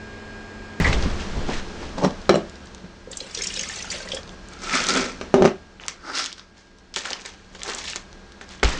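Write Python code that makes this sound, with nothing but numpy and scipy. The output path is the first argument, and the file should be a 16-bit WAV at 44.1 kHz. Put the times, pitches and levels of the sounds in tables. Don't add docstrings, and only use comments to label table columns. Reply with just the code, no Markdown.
import sys
import numpy as np
from scipy import signal
from scipy.io import wavfile
from scipy.ndimage import uniform_filter1d

SR = 44100
rng = np.random.default_rng(int(sys.argv[2]) if len(sys.argv) > 2 else 0)


def volts_from_db(level):
    exponent = np.asarray(level, float) / 20
    return 10 ** exponent


def unload_audio(sound):
    columns = np.transpose(np.atleast_2d(sound))
    steps = np.round(np.clip(columns, -1, 1) * 32767)
    wavfile.write(sys.argv[1], SR, steps.astype(np.int16))


N = 387638
SCENE_CHANGE_S = .8005


def evened(x):
    return x / np.sqrt(np.mean(x ** 2) + 1e-20)


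def add(mix, start_s, sound):
    part = mix[round(start_s * SR):][:len(sound)]
    part += sound[:len(part)]


def placed(start_s, sound):
    out = np.zeros(N)
    add(out, start_s, sound)
    return out


def coloured(x, spectrum):
    hz, db = np.transpose(spectrum)
    bins_hz = np.fft.rfftfreq(4096, 1 / SR)
    half = np.interp(np.log(bins_hz + 1), np.log(hz), db) * np.log(10) / 20
    log_gain = np.maximum(np.r_[half, half[-2:0:-1]], -11)
    phase = -signal.hilbert(log_gain).imag
    taps = np.fft.ifft(np.exp(log_gain + 1j * phase)).real
    return signal.oaconvolve(x, taps[:3000])[:len(x)]


def band(x, lo_hz, hi_hz, order=3):
    return signal.sosfilt(signal.butter(order, [lo_hz, hi_hz], "band", fs=SR, output="sos"), x)


def ring(hz, t60, size, rise=0.):
    t = np.arange(size) / SR
    return volts_from_db(-60 * t / t60) * np.sin(2 * np.pi * hz * t * (1 + rise * t / t60))


def rings(events, rise):
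    out = np.zeros(N)
    for start_s, db, hz, t60 in events:
        add(out, start_s, volts_from_db(db) * ring(hz, t60, 9000, rise))
    return out


def grains(size, per_s, spread_db, cycles, rise, count):
    clumps = volts_from_db(2.2 * evened(uniform_filter1d(rng.standard_normal(size), 300)))
    heights = volts_from_db(spread_db * np.minimum(rng.exponential(1, size), 3.5))
    slips = heights * (rng.random(size) < per_s / SR) * clumps
    kind, out = rng.integers(0, count, size), np.zeros(size)
    for k, hz in enumerate(np.geomspace(180, 9500, count)):
        soft_start = np.minimum(np.arange(1500) * hz / SR * 4 / cycles, 1)
        template = ring(hz, 2 * cycles / hz, 1500, rise) * soft_start
        template *= np.sqrt(hz) / np.linalg.norm(template)
        out += signal.oaconvolve(slips * (kind == k), template)[:size]
    return evened(out)


def rubbing(rows, spectrum, split_hz, per_s, spread_db, cycles, smooth, rise=0., count=20):
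    s, low_db, high_db = np.transpose(rows)
    t = np.arange(s[0], s[-1], 1 / SR)
    hiss = smooth * rng.standard_normal(len(t))
    body = coloured(grains(len(t), per_s, spread_db, cycles, rise, count) + hiss, spectrum)
    low = evened(band(body, 60, split_hz))
    high = evened(band(body, split_hz, 8130))
    both = volts_from_db(np.interp(t, s, low_db)) * low + volts_from_db(np.interp(t, s, high_db)) * high
    return s[0], both * signal.windows.tukey(len(t), 0.0029 / (s[-1] - s[0]))


def strokes(rows):
    s, db, bright_db, rise, fall = np.transpose(rows)[:, :, None]
    t = np.arange(np.floor(4 * s.min()) / 4 - .25, np.ceil(4 * s.max()) / 4 + .25, .001)
    force = volts_from_db(db - 20 * np.where(t < s, (s - t) / rise, (t - s) / fall))
    low = force.sum(0) + 1e-6
    high = (force * volts_from_db(bright_db)).sum(0) + 1e-6
    return np.c_[t, 20 * np.log10([low, high]).T]


def snaps(events, click_t60, fizz_db, width):
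    out, t = np.zeros(N), np.arange(1500) / SR
    decay = volts_from_db(-60 * t / click_t60) + volts_from_db(fizz_db - 60 * t / 0.015)
    for (start_s, db, hz, low_db), noise in zip(events, rng.standard_normal((len(events), 1500))):
        burst = (noise + 5 * (t == 0)) * decay
        high = band(burst, hz / width, min(width * hz, 8300))
        low = band(burst, 790, 1300, order=1)
        add(out, start_s, volts_from_db(db) * (high / abs(high).max() + volts_from_db(low_db) * low / abs(low).max()))
    return out


def creases(events):
    rows = [(s, db - 2, hz, min(-38 - db, -10)) for s, db, hz in events]
    return snaps(rows, .008, -14, 1.6)


# time_s, gain_db
BACKGROUND_GAIN = [(0, 3), (.8, 3), (.81, 21), (2.2, 13.5), (3.0, 6), (5.3, 11), (5.7, 3), (6.6, -1),
                   (8.0, 6), (8.79, 5.5)]
# pitch_hz, density_db (per Hz)
AIR_BEFORE = [(15, -17), (25, -1), (166, -13.5), (220, -9.5), (283, -9.5), (1460, -20), (1660, -17.5),
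              (1840, -21), (7370, -34.5), (10500, -49), (13600, -98)]
AIR_AFTER = [(15, -24), (25, 2.5), (70, -8), (150, -13.5), (194, -6.5), (276, -12), (1080, -19.5),
             (1660, -20), (1840, -23.5), (5870, -29), (10500, -45), (13600, -102.5)]
# pitch_hz, level_db
HUM_BEFORE = [(91.5, -45), (215.3, -42.5), (403.7, -47), (1620, -41.5), (2428, -54), (4290, -59),
              (5066, -63), (5120, -59.5)]
HUM_AFTER = [(72, -55), (189, -55.5), (346, -59), (435, -61.5), (1620, -56.5), (4290, -66.5)]


def workshop():
    t, out = np.arange(N) / SR, np.zeros(N)
    gain_db = np.interp(t, *np.transpose(BACKGROUND_GAIN))
    before = (AIR_BEFORE, -43.5, HUM_BEFORE, t < SCENE_CHANGE_S)
    after = (AIR_AFTER, -52, HUM_AFTER, t >= SCENE_CHANGE_S)
    for air, air_db, hum, on in (before, after):
        sound = volts_from_db(air_db) * evened(coloured(rng.standard_normal(N), air))
        for hz, hum_db in hum:
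            waver = evened(uniform_filter1d(rng.standard_normal(N), 5000))
            level_db = hum_db - 4.0 + 0.65 * waver - 0.32 * gain_db * (hz > 1000)
            sound += volts_from_db(level_db) * np.sin(2 * np.pi * hz * t + 0.2 * np.roll(waver, 9000))
        out += sound * on
    return out * volts_from_db(gain_db)


def room(x):
    t = np.arange(16000) / SR
    echoes = rng.choice([-1., 1.], len(t)) * (rng.random(len(t)) < .06) * (t > .003)
    low = band(echoes, 48, 2600, order=2) * volts_from_db(-60 * t / 0.22)
    high = band(echoes, 1280, 7000, order=2) * volts_from_db(-60 * t / 0.14)
    tail = low + high
    return signal.oaconvolve(x, tail / np.linalg.norm(tail))[:N]


# pitch_hz, density_db (per Hz)
CLOTH_SPECTRUM = [(59, -47), (100, -31.5), (145, 8), (1230, -3.5), (1440, -6), (1890, -4.5), (3600, -9),
                  (6580, -15), (9340, -20.5), (10500, -75), (13600, -96)]
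# peak_s, force_db, brightness_db, rise_s, fall_s
SLEEVE_STROKES = [
    (1.2, -41.5, 5, 0.025, 0.15),
    (1.53, -40.5, 6, 0.087, 0.072),
    (1.6, -47.5, 10.5, 0.24, .012),
]


def sleeve():
    return placed(*rubbing(strokes(SLEEVE_STROKES), CLOTH_SPECTRUM, 1300, per_s=3600, spread_db=2.0,
                           cycles=6.2, smooth=1.2))


# peak_s, stand_db, hand_db, brightness_db, fall_s
CAMERA_SHOVES = [
    [(.801, -18, -28, 0.5, 0.1), (.866, -13.5, -25, -4, 0.22), (.93, -20, -34.5, 10.5, 0.018),
     (1.03, -26.5, -35.5, -2, 0.26), (1.37, -25, -31.5, -13, 0.15), (1.49, -38, -23, -15, 0.061),
     (1.55, -39, -51, 2, 0.19), (1.822, -31.5, -35, -5, 0.14)],
    [(8.631, -19, -15.5, 1.5, 0.019), (8.65, -29, -30.5, 5, 0.31)],
]


def camera():
    out = np.zeros(N)
    for rows in CAMERA_SHOVES:
        s, stand_db, hand_db, bright_db, fall = np.transpose(rows)
        rise = np.minimum(.25 * fall, .6 * (s - s[0])) + .0005
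        at, rock_db, _ = strokes(np.c_[s, stand_db, 0 * s, rise, fall]).T
        sway_db = strokes(np.c_[s, stand_db - 3, 0 * s, rise, 2.0 * fall])[:, 1]
        t = np.arange(at[0], at[-1], 1 / SR)
        noise = rng.standard_normal(len(t) + SR)
        sway = evened(band(noise, 7, 22, order=2)[SR:])
        rock = evened(band(noise, 30, 77, order=2)[SR:])
        rock = evened(rock + 1.2 * evened(band(noise, 42, 54, order=1)[SR:]))
        add(out, at[0], volts_from_db(np.interp(t, at, sway_db)) * sway + volts_from_db(np.interp(t, at, rock_db)) * rock)
        hands = strokes(np.c_[s, hand_db, bright_db, rise, fall])
        add(out, *rubbing(hands, CLOTH_SPECTRUM, 1020, per_s=4000, spread_db=4.0, cycles=6, smooth=1.4))
    return out


# start_s, level_db, pitch_hz, slips
CREAK_EVENTS = [(0.801, -18.5, 1840, 1), (0.8448, -12, 1900, 5), (4.7341, -15, 2180, 2),
                (4.7533, -15.5, 1270, 1), (4.962, -21, 1360, 3), (6.19, -27.5, 1550, 4),
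                (7.054, -23, 1500, 1), (7.074, -28, 1550, 2), (8.629, -16, 1420, 1)]


def creaks():
    slips = []
    for s, db, hz, count in CREAK_EVENTS:
        for k in range(round(count)):
            slips.append((s + k * .0082, db - 2 * k, hz, min(-22 - db, -3)))
    return snaps(slips, 0.051, -9, 1.15)


# start_s, level_db, pitch_hz
TICK_EVENTS = [(0.8482, -14.5, 3600), (0.8778, -23, 3800), (0.9285, -12, 3300), (1.0249, -18, 3100.0),
               (1.102, -27.5, 4500.0), (1.2004, -26, 2200.0), (2.108, -25, 4170), (2.2554, -30, 2200.0),
               (2.497, -27, 4560), (2.217, -30, 4500), (2.5566, -30, 4100.0), (2.6577, -34, 6400.0),
               (2.672, -29, 3900.0), (2.7478, -23.5, 4470), (2.7804, -33, 3600.0), (0.8088, -24, 3200),
               (4.2322, -25, 3600.0), (4.2763, -31, 3600.0), (4.293, -25, 3750)]


def ticks():
    return creases(TICK_EVENTS)


# pitch_hz, density_db (per Hz)
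FILM_SPECTRUM = [(88, -70), (150, -14.5), (452, -5.5), (717, -8), (798, -6), (919, -6.5), (6610, -12),
                 (8640, -17.5), (10500, -18.5), (13600, -91)]
# peak_s, force_db, brightness_db, rise_s, fall_s
POUCH_STROKES = [(5.81, -44, -3, 0.012, 0.2), (5.884, -51, 13.5, 0.0053, 0.069),
                 (6.575, -57.5, 6, 0.033, 0.15), (6.79, -69, 5, .004, 0.066),
                 (6.942, -52.5, 20.5, 0.002, 0.018), (6.963, -32, 4.5, 0.0046, 0.081),
                 (7.052, -36, 2, 0.022, 0.26), (7.253, -43.5, 7, 0.0037, 0.059),
                 (7.55, -40, 0, 0.0026, 0.017), (7.685, -33.5, -0.5, 0.095, 0.25),
                 (7.9, -56, 22.5, 0.22, 0.093), (7.96, -32, -1, 0.0061, 0.021),
                 (8.412, -33.5, -6.5, 0.0015, 0.03), (8.517, -48, 4, 0.053, 0.14)]
# pitch_hz, density_db (per Hz)
DRAG_SPECTRUM = [(88, -59), (150, -27), (270, 4.5), (569, -3.5), (1100, 0), (1380, 8), (1800, -4),
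                 (2970, -18.5), (5070, -11), (7360, -24), (10500, -20), (13600, -68)]
# peak_s, force_db, brightness_db, rise_s, fall_s
DRAG_STROKES = [(6.09, -34, -6.5, 0.094, 0.13), (6.155, -36, 8, 0.026, 0.094),
                (6.195, -38.5, 11, 0.06, 0.11), (6.382, -50.5, 1, 0.0098, 0.095)]
# start_s, level_db, pitch_hz
LIFT_SNAPS = [(5.96, -36, 1500), (5.7986, -23, 1800), (5.8368, -23, 2200.0), (5.864, -26, 5100.0),
              (5.8824, -5.5, 4650), (5.8824, -18, 1600), (6.153, -21, 4900.0), (6.1718, -15, 4700.0),
              (6.1852, -9.5, 5600.0), (6.199, -18, 5400.0), (6.2072, -18, 5600.0), (6.2162, -17, 5000.0),
              (6.2328, -17, 4600.0), (6.242, -11, 4700.0), (6.2534, -19, 4600.0), (6.2602, -11, 4700.0),
              (6.2666, -16, 4700.0), (6.3183, -26, 2900.0), (6.3279, -16, 4400.0), (6.381, -28.0, 3720),
              (6.3953, -22.5, 3430)]
TORN_SNAPS = [(6.786, -35, 4470), (6.9404, -18, 4000), (6.9612, -7.5, 4400), (6.9726, -21, 5800),
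              (6.99, -17, 6800.0), (7.0174, -25, 5000.0), (7.0433, -29, 2600.0), (7.0543, -16.5, 2200.0),
              (7.0738, -25, 5000), (7.1048, -12.5, 4700), (7.121, -18, 2200.0), (7.1318, -6.5, 3750),
              (7.2115, -28, 5000.0), (7.2175, -27, 4900.0), (7.252, -23, 2500.0), (7.2606, -15.5, 5270),
              (7.339, -33, 2600.0), (7.5507, -31.0, 2200.0), (7.5939, -28, 4400.0), (7.6057, -29, 3700.0),
              (7.618, -20, 2200.0), (7.6332, -12, 5800.0), (7.66, -33, 2200.0), (7.6794, -17, 4300.0),
              (7.687, -20, 4100.0), (7.6986, -14, 4800.0), (7.7181, -18, 4300.0), (7.7353, -18, 4500.0),
              (7.7482, -12.5, 7600.0), (7.7839, -17, 6200.0), (7.79, -19, 5700.0), (7.196, -25, 2000),
              (7.8448, -35, 3100.0), (7.853, -27, 4100.0), (7.901, -21, 6400.0), (7.9334, -17, 2080),
              (7.9596, -9, 5070), (8.129, -28, 4460), (8.321, -29, 4570), (8.4117, -26.5, 2200.0),
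              (8.491, -27, 5200.0), (8.5222, -33, 6100.0), (8.5984, -30, 2200.0), (8.646, -7, 4000.0),
              (8.6739, -14, 3200.0), (8.6907, -15, 4300.0)]


def pouch():
    out = placed(*rubbing(strokes(DRAG_STROKES), DRAG_SPECTRUM, 2470, per_s=2900, spread_db=1.0,
                          cycles=3.8, smooth=1.3))
    add(out, *rubbing(strokes(POUCH_STROKES), FILM_SPECTRUM, 2020, per_s=3000, spread_db=2.5,
                      cycles=4.9, smooth=.8))
    return out + creases(LIFT_SNAPS) + creases(TORN_SNAPS)


# pitch_hz, density_db (per Hz)
PAN_SPECTRUM = [(60, -43), (134, -13), (222, -1), (300, -7.5), (1150, -8.5), (1330, 6), (1560, -3.5),
                (2150, -5.5), (2370, -2), (2700, -9), (4100, -8.5), (5800, -7.5), (7000, -11.5),
                (9200, -13.5), (13600, -79)]
# peak_s, force_db, brightness_db, rise_s, fall_s
PAN_STROKES = [(4.53, -59.5, 13, .08, .08), (4.64, -40.5, 7, 0.058, 0.23), (4.75, -32.5, 11.6, 0.082, 0.22),
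               (4.887, -29, 5.5, 0.0073, 0.046), (4.975, -24, 0.4, 0.12, 0.15)]
# start_s, level_db, pitch_hz
PAN_SNAPS = [(4.4861, -28, 5000.0), (4.5354, -27, 5600.0), (4.6301, -38, 2300.0), (4.684, -20, 4000.0),
             (4.696, -14, 2200.0), (4.7402, -8.5, 2400.0), (4.753, -8, 5800.0), (4.8398, -8, 6200),
             (4.848, -12, 2200.0), (4.8684, -7, 5900.0), (4.8875, -3, 5800), (4.896, -7, 5800),
             (4.905, -5.5, 4600.0), (4.923, -22, 6800.0), (4.939, -9, 6200.0), (4.9543, -16, 2130),
             (4.9624, -9.5, 2200.0), (4.9745, -7, 5600), (5.0085, -13, 6000), (5.018, -18, 6000),
             (5.0579, -23, 6000)]


def foil_pan():
    scrape = rubbing(strokes(PAN_STROKES), PAN_SPECTRUM, 590, per_s=2600, spread_db=1.5, cycles=6, smooth=1.1)
    return placed(*scrape) + creases(PAN_SNAPS)


# pitch_hz, density_db (per Hz)
SPRAY_SPECTRUM = [(180, -6.5), (300, -22), (404, -14.5), (544, -12.5), (690, -18), (1090, -15.5),
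                  (2300, -8), (4110, -9.5), (6620, -9.5), (9050, -11.5), (10500, -19), (13600, -78)]
# time_s, spray_db
STREAM = [(3.057, -79), (3.12, -48), (3.335, -43.5), (3.38, -37.5), (3.55, -37.5), (3.75, -35),
          (3.88, -41.5), (3.93, -32.5), (4.05, -42), (4.17, -40.5), (4.23, -56), (4.35, -55)]


def spray():
    s, spray_db = np.transpose(STREAM)
    air_db = -51 + .3 * (spray_db - spray_db.max()) + 7 * (s - s[0])
    return placed(*rubbing(np.c_[s, air_db, spray_db], SPRAY_SPECTRUM, 1100, per_s=5000, spread_db=2.7,
                           cycles=44, smooth=.7, rise=.1, count=70))


# start_s, level_db, pitch_hz
DROP_BUBBLES = [(3.1144, -29, 7480), (3.1306, -31.5, 3660), (3.39, -31.5, 1720), (3.1706, -23, 7490.0),
                (3.2031, -26.5, 4120), (3.2056, -34, 4960), (3.347, -23.5, 5740), (3.3478, -27.5, 4940),
                (3.3728, -28.0, 5730.0), (3.3738, -27.0, 3620), (3.3743, -33, 4850), (3.3877, -31, 4260.0),
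                (3.388, -28, 5470), (3.4089, -29, 2140), (3.4192, -19.5, 6460), (3.4354, -27.0, 3150),
                (3.4356, -24, 7450), (3.4417, -23.5, 5540), (3.4556, -32, 2830), (3.51, -33, 2400),
                (3.4695, -22.5, 7180), (3.4705, -22.5, 5640.0), (3.503, -26.5, 2960), (3.5389, -29, 5940.0),
                (3.5393, -27, 7130), (3.562, -26, 3750), (3.571, -34, 1750), (3.5718, -32, 2480),
                (3.5728, -25, 5250.0), (3.5923, -24, 6400), (3.5928, -27, 5130), (3.5933, -26, 2970.0),
                (3.6102, -23.5, 6600), (3.6312, -25, 5800), (3.633, -33, 4700), (3.6357, -29, 2150.0),
                (3.6426, -33, 3370), (3.687, -26, 6700), (3.697, -27.5, 1830), (3.7584, -28, 6030),
                (3.788, -31, 4300), (3.8038, -31, 2760.0), (3.8242, -26.0, 6140), (3.9016, -35, 6700),
                (3.9023, -22.5, 4730), (3.9055, -30, 5940.0), (3.914, -25.5, 7070), (3.915, -31, 1880),
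                (3.918, -26, 5940), (3.9255, -30, 2320), (4.0874, -31, 4690.0), (4.1716, -34, 1820),
                (4.1183, -19, 3320), (4.1455, -30, 5200), (4.146, -29, 7110.0), (4.1685, -28.5, 3330)]
# start_s, level_db, pitch_hz
LARGE_BUBBLES = [(3.352, -30, 2750), (3.455, -33, 2700), (3.5987, -35, 1900), (3.67, -32, 1250),
                 (3.8448, -29, 1440), (3.877, -30, 1390), (3.955, -28, 2800), (3.97, -30, 1890),
                 (4.0038, -26.5, 1550), (4.075, -26, 1940)]


def splashes():
    out = np.zeros(N)
    soft = np.minimum(np.arange(3000) / SR / .001, 1)
    for (start_s, db, hz), chance in zip(DROP_BUBBLES, rng.random((len(DROP_BUBBLES), 3, 2))):
        cluster = ring(hz, .03, 3000, rise=0.011) * soft
        for delay, pitch in chance:
            near_hz = min(hz * (.8 + .45 * pitch), 9000)
            add(cluster, .004 * delay, volts_from_db(-5) * ring(near_hz, .02, 2000, rise=.02))
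        add(out, start_s, volts_from_db(db + 1.5) * cluster)
    out += rings([(s, db - 2.5, hz, 65 / hz) for s, db, hz in LARGE_BUBBLES], .03)
    splats = [(s, db - .5, hz, -30) for s, db, hz in DROP_BUBBLES]
    return out + snaps(splats, 0.053, -28, 1.64)


# start_s, level_db, pitch_hz
PLOP_EVENTS = [(3.074, -28.5, 488), (3.213, -30, 500), (3.374, -28, 456), (3.571, -33.5, 507),
               (3.697, -35.5, 894), (3.77, -36, 790), (3.844, -31, 890), (4.092, -35, 597),
               (3.944, -28, 584), (4.003, -30, 616), (4.057, -31, 560), (4.135, -21.5, 524)]
# delay_s, level_db, pitch_ratio
PLOP_BUBBLES = [(0, -1, 1), (.011, -6, .86), (.032, -7, 1.08), (.05, -11, .97)]


def plops():
    gulps = [(s + lag, db + gulp_db, hz * ratio) for s, db, hz in PLOP_EVENTS
             for lag, gulp_db, ratio in PLOP_BUBBLES]
    return rings([(s, db, hz, 27.6 / hz) for s, db, hz in gulps], 0.031)


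# start_s, level_db, pitch_hz, t60_s
SINGLE_RINGS = [(.801, -9.5, 156, .075), (1.06, -10, 207, .021), (1.375, -29, 143, .16),
                (2.035, -22, 180, .3), (2.054, -29, 5470, .06), (2.349, -24, 2900, .03),
                (2.352, -36, 6950, .06), (2.353, -36, 7600, .08), (2.353, -40, 8400, .08),
                (2.841, -30, 180, .067), (8.630, -14, 411, .055), (8.643, -10.5, 58, .24),
                (5.375, -42, 3660, .2), (5.375, -45, 3705, .2), (5.454, -31, 4820, .05),
                (5.386, -14, 420, .03), (5.409, -11, 400, .025), (5.4135, -9, 250, .03)]


def lone_modes():
    return rings(SINGLE_RINGS, 0)


# pitch_hz, density_db (per Hz)
CAN_SPECTRUM = [(59, -46), (100, -24), (173, 2), (431, -6.5), (523, 1.5), (743, -10.5), (819, -4.5),
                (1650, -31.5), (5630, -35), (10500, -43), (13600, -95)]
# peak_s, force_db, brightness_db, rise_s, fall_s
CAN_STROKES = [
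    (1.984, -26, -6, 0.015, 0.059),
    (2.047, -14, -10, 0.03, 0.042),
]


def can_slide():
    return placed(*rubbing(strokes(CAN_STROKES), CAN_SPECTRUM, 1200, per_s=2500, spread_db=2.2,
                           cycles=4, smooth=1.1))


def knocks(events, modes, rattle, rattle_db, rattle_t60):
    out, t = np.zeros(N), np.arange(14000) / SR
    chances = rng.uniform(-1.0, 1, (len(events), len(modes), 2))
    for (start_s, db, bright_db, length), chance in zip(events, chances):
        hit = np.zeros(len(t))
        for (hz, mode_db, t60), pair in zip(modes, chance):
            for c in pair:
                tone = ring(hz * (1 + 0.011 * c), t60 * length, len(t))
                hit += volts_from_db(mode_db + bright_db * (hz > 1000)) * tone
        decay = volts_from_db(-60 * t / (rattle_t60 * length)) + volts_from_db(8.5 - 60 * t / 0.022)
        shake = band(coloured(rng.standard_normal(len(t)) * decay, rattle), 530, 11000, order=1)
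        both = -hit / abs(hit).max() + volts_from_db(rattle_db + bright_db) * shake / abs(shake).max()
        both -= 1.2 * ring(552, 0.0082, len(t))
        add(out, start_s + .0012, volts_from_db(db) * band(both, 160, 8800, order=2))
    return out


# start_s, level_db, brightness_db, length_ratio
JUG_BLOWS = [(5.211, -22.5, 13.5, 0.79), (5.34, -2.5, 2.5, 0.93), (5.346, -26, -10, 0.71),
             (5.421, -3, -0.5, 0.63), (5.4262, -13, -5, 0.28), (5.443, -7, -2, 0.37), (5.4505, -3, 1, 0.24),
             (5.456, -6, 9.5, 0.6), (5.475, -10.5, 3, 0.4)]
# pitch_hz, level_db, t60_s
JUG_MODES = [(211, -5, 0.045), (249, 4, 0.26), (345, -10, 0.36), (391, 10.5, 0.11), (560, -12, 0.17),
             (605, 0.5, 0.2), (782, -8, 0.22), (950, -16, 0.11), (1210, -4, 0.065), (2900, -22, 0.19),
             (3800, -29, 0.38), (5940, -22, 0.18)]
# pitch_hz, density_db (per Hz)
JUG_SPECTRUM = [(71, -29), (120, -38), (231, -11), (300, -36), (376, -8), (600, -19), (922, -23.5),
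                (1150, -25.5), (3000, -27.5), (3500, -35), (5990, -33), (10500, -46.5), (13600, -103)]
# peak_s, force_db, brightness_db, rise_s, fall_s
JUG_WOBBLES = [
    (5.355, -18, -28, 0.0067, 0.1),
    (5.412, -23, -23, 0.05, 0.011),
]


def jug():
    wobble = rubbing(strokes(JUG_WOBBLES), JUG_SPECTRUM, 890, per_s=1000, spread_db=1.0, cycles=3.0, smooth=1.6)
    return placed(*wobble) + knocks(JUG_BLOWS, JUG_MODES, JUG_SPECTRUM, -11.5, 0.31)


# start_s, level_db, brightness_db, length_ratio
CAN_BLOWS = [(1.979, -22, -2, .3), (2.032, -16, -9, 0.25), (2.046, -8, -5.5, 0.36), (2.292, -2.5, 5, 0.43),
             (2.341, -6.5, -9, 0.64), (2.355, -22, 16, 0.72), (2.844, -37.5, 0, 0.87)]
# pitch_hz, level_db, t60_s
CAN_MODES = [(163, -5, 0.66), (210.6, 3.5, 0.32), (266, -5.5, 0.41), (347, -4, 0.41), (524, 6, 0.056),
             (590, 6, 0.066), (680, -12, 0.2), (810, -11, 0.1), (1124, 2.5, 0.096), (1250, -2, 0.12),
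             (4050, 4.5, 0.058), (5560, 3.5, 0.045)]
# pitch_hz, density_db (per Hz)
CAN_RATTLE_SPECTRUM = [(71, -28), (120, -13), (195, 6.5), (273, -43.5), (336, 11), (420, -3.5), (659, -2),
                       (1010, -20.5), (1180, -17.5), (5660, -32.5), (10500, -44), (13600, -103.5)]


def can_knocks():
    return knocks(CAN_BLOWS, CAN_MODES, CAN_RATTLE_SPECTRUM, -3.5, 0.36)


def scene():
    table = sleeve() + creaks() + ticks() + pouch() + foil_pan()
    table += spray() + splashes() + plops()
    table += lone_modes() + can_slide() + jug() + can_knocks()
    return (table + volts_from_db(-12.5) * room(table) + camera() + workshop())[None]


def roll_off(x):
    return signal.sosfilt(signal.butter(12, 17000, fs=SR, output="sos"), x)


def record(dry):
    heard = np.clip(signal.sosfilt(signal.butter(4, 8200, fs=SR, output="sos"), dry), -1, 1)
    heard = signal.oaconvolve(heard, signal.firwin(255, 10200, window=("kaiser", 9), fs=SR)[None], "same")
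    add(heard[0], SCENE_CHANGE_S, -.22 * np.exp(-np.arange(400) / 90))
    return roll_off(np.clip(heard, -1, 1))


dry = scene()
out = record(dry)
unload_audio(out)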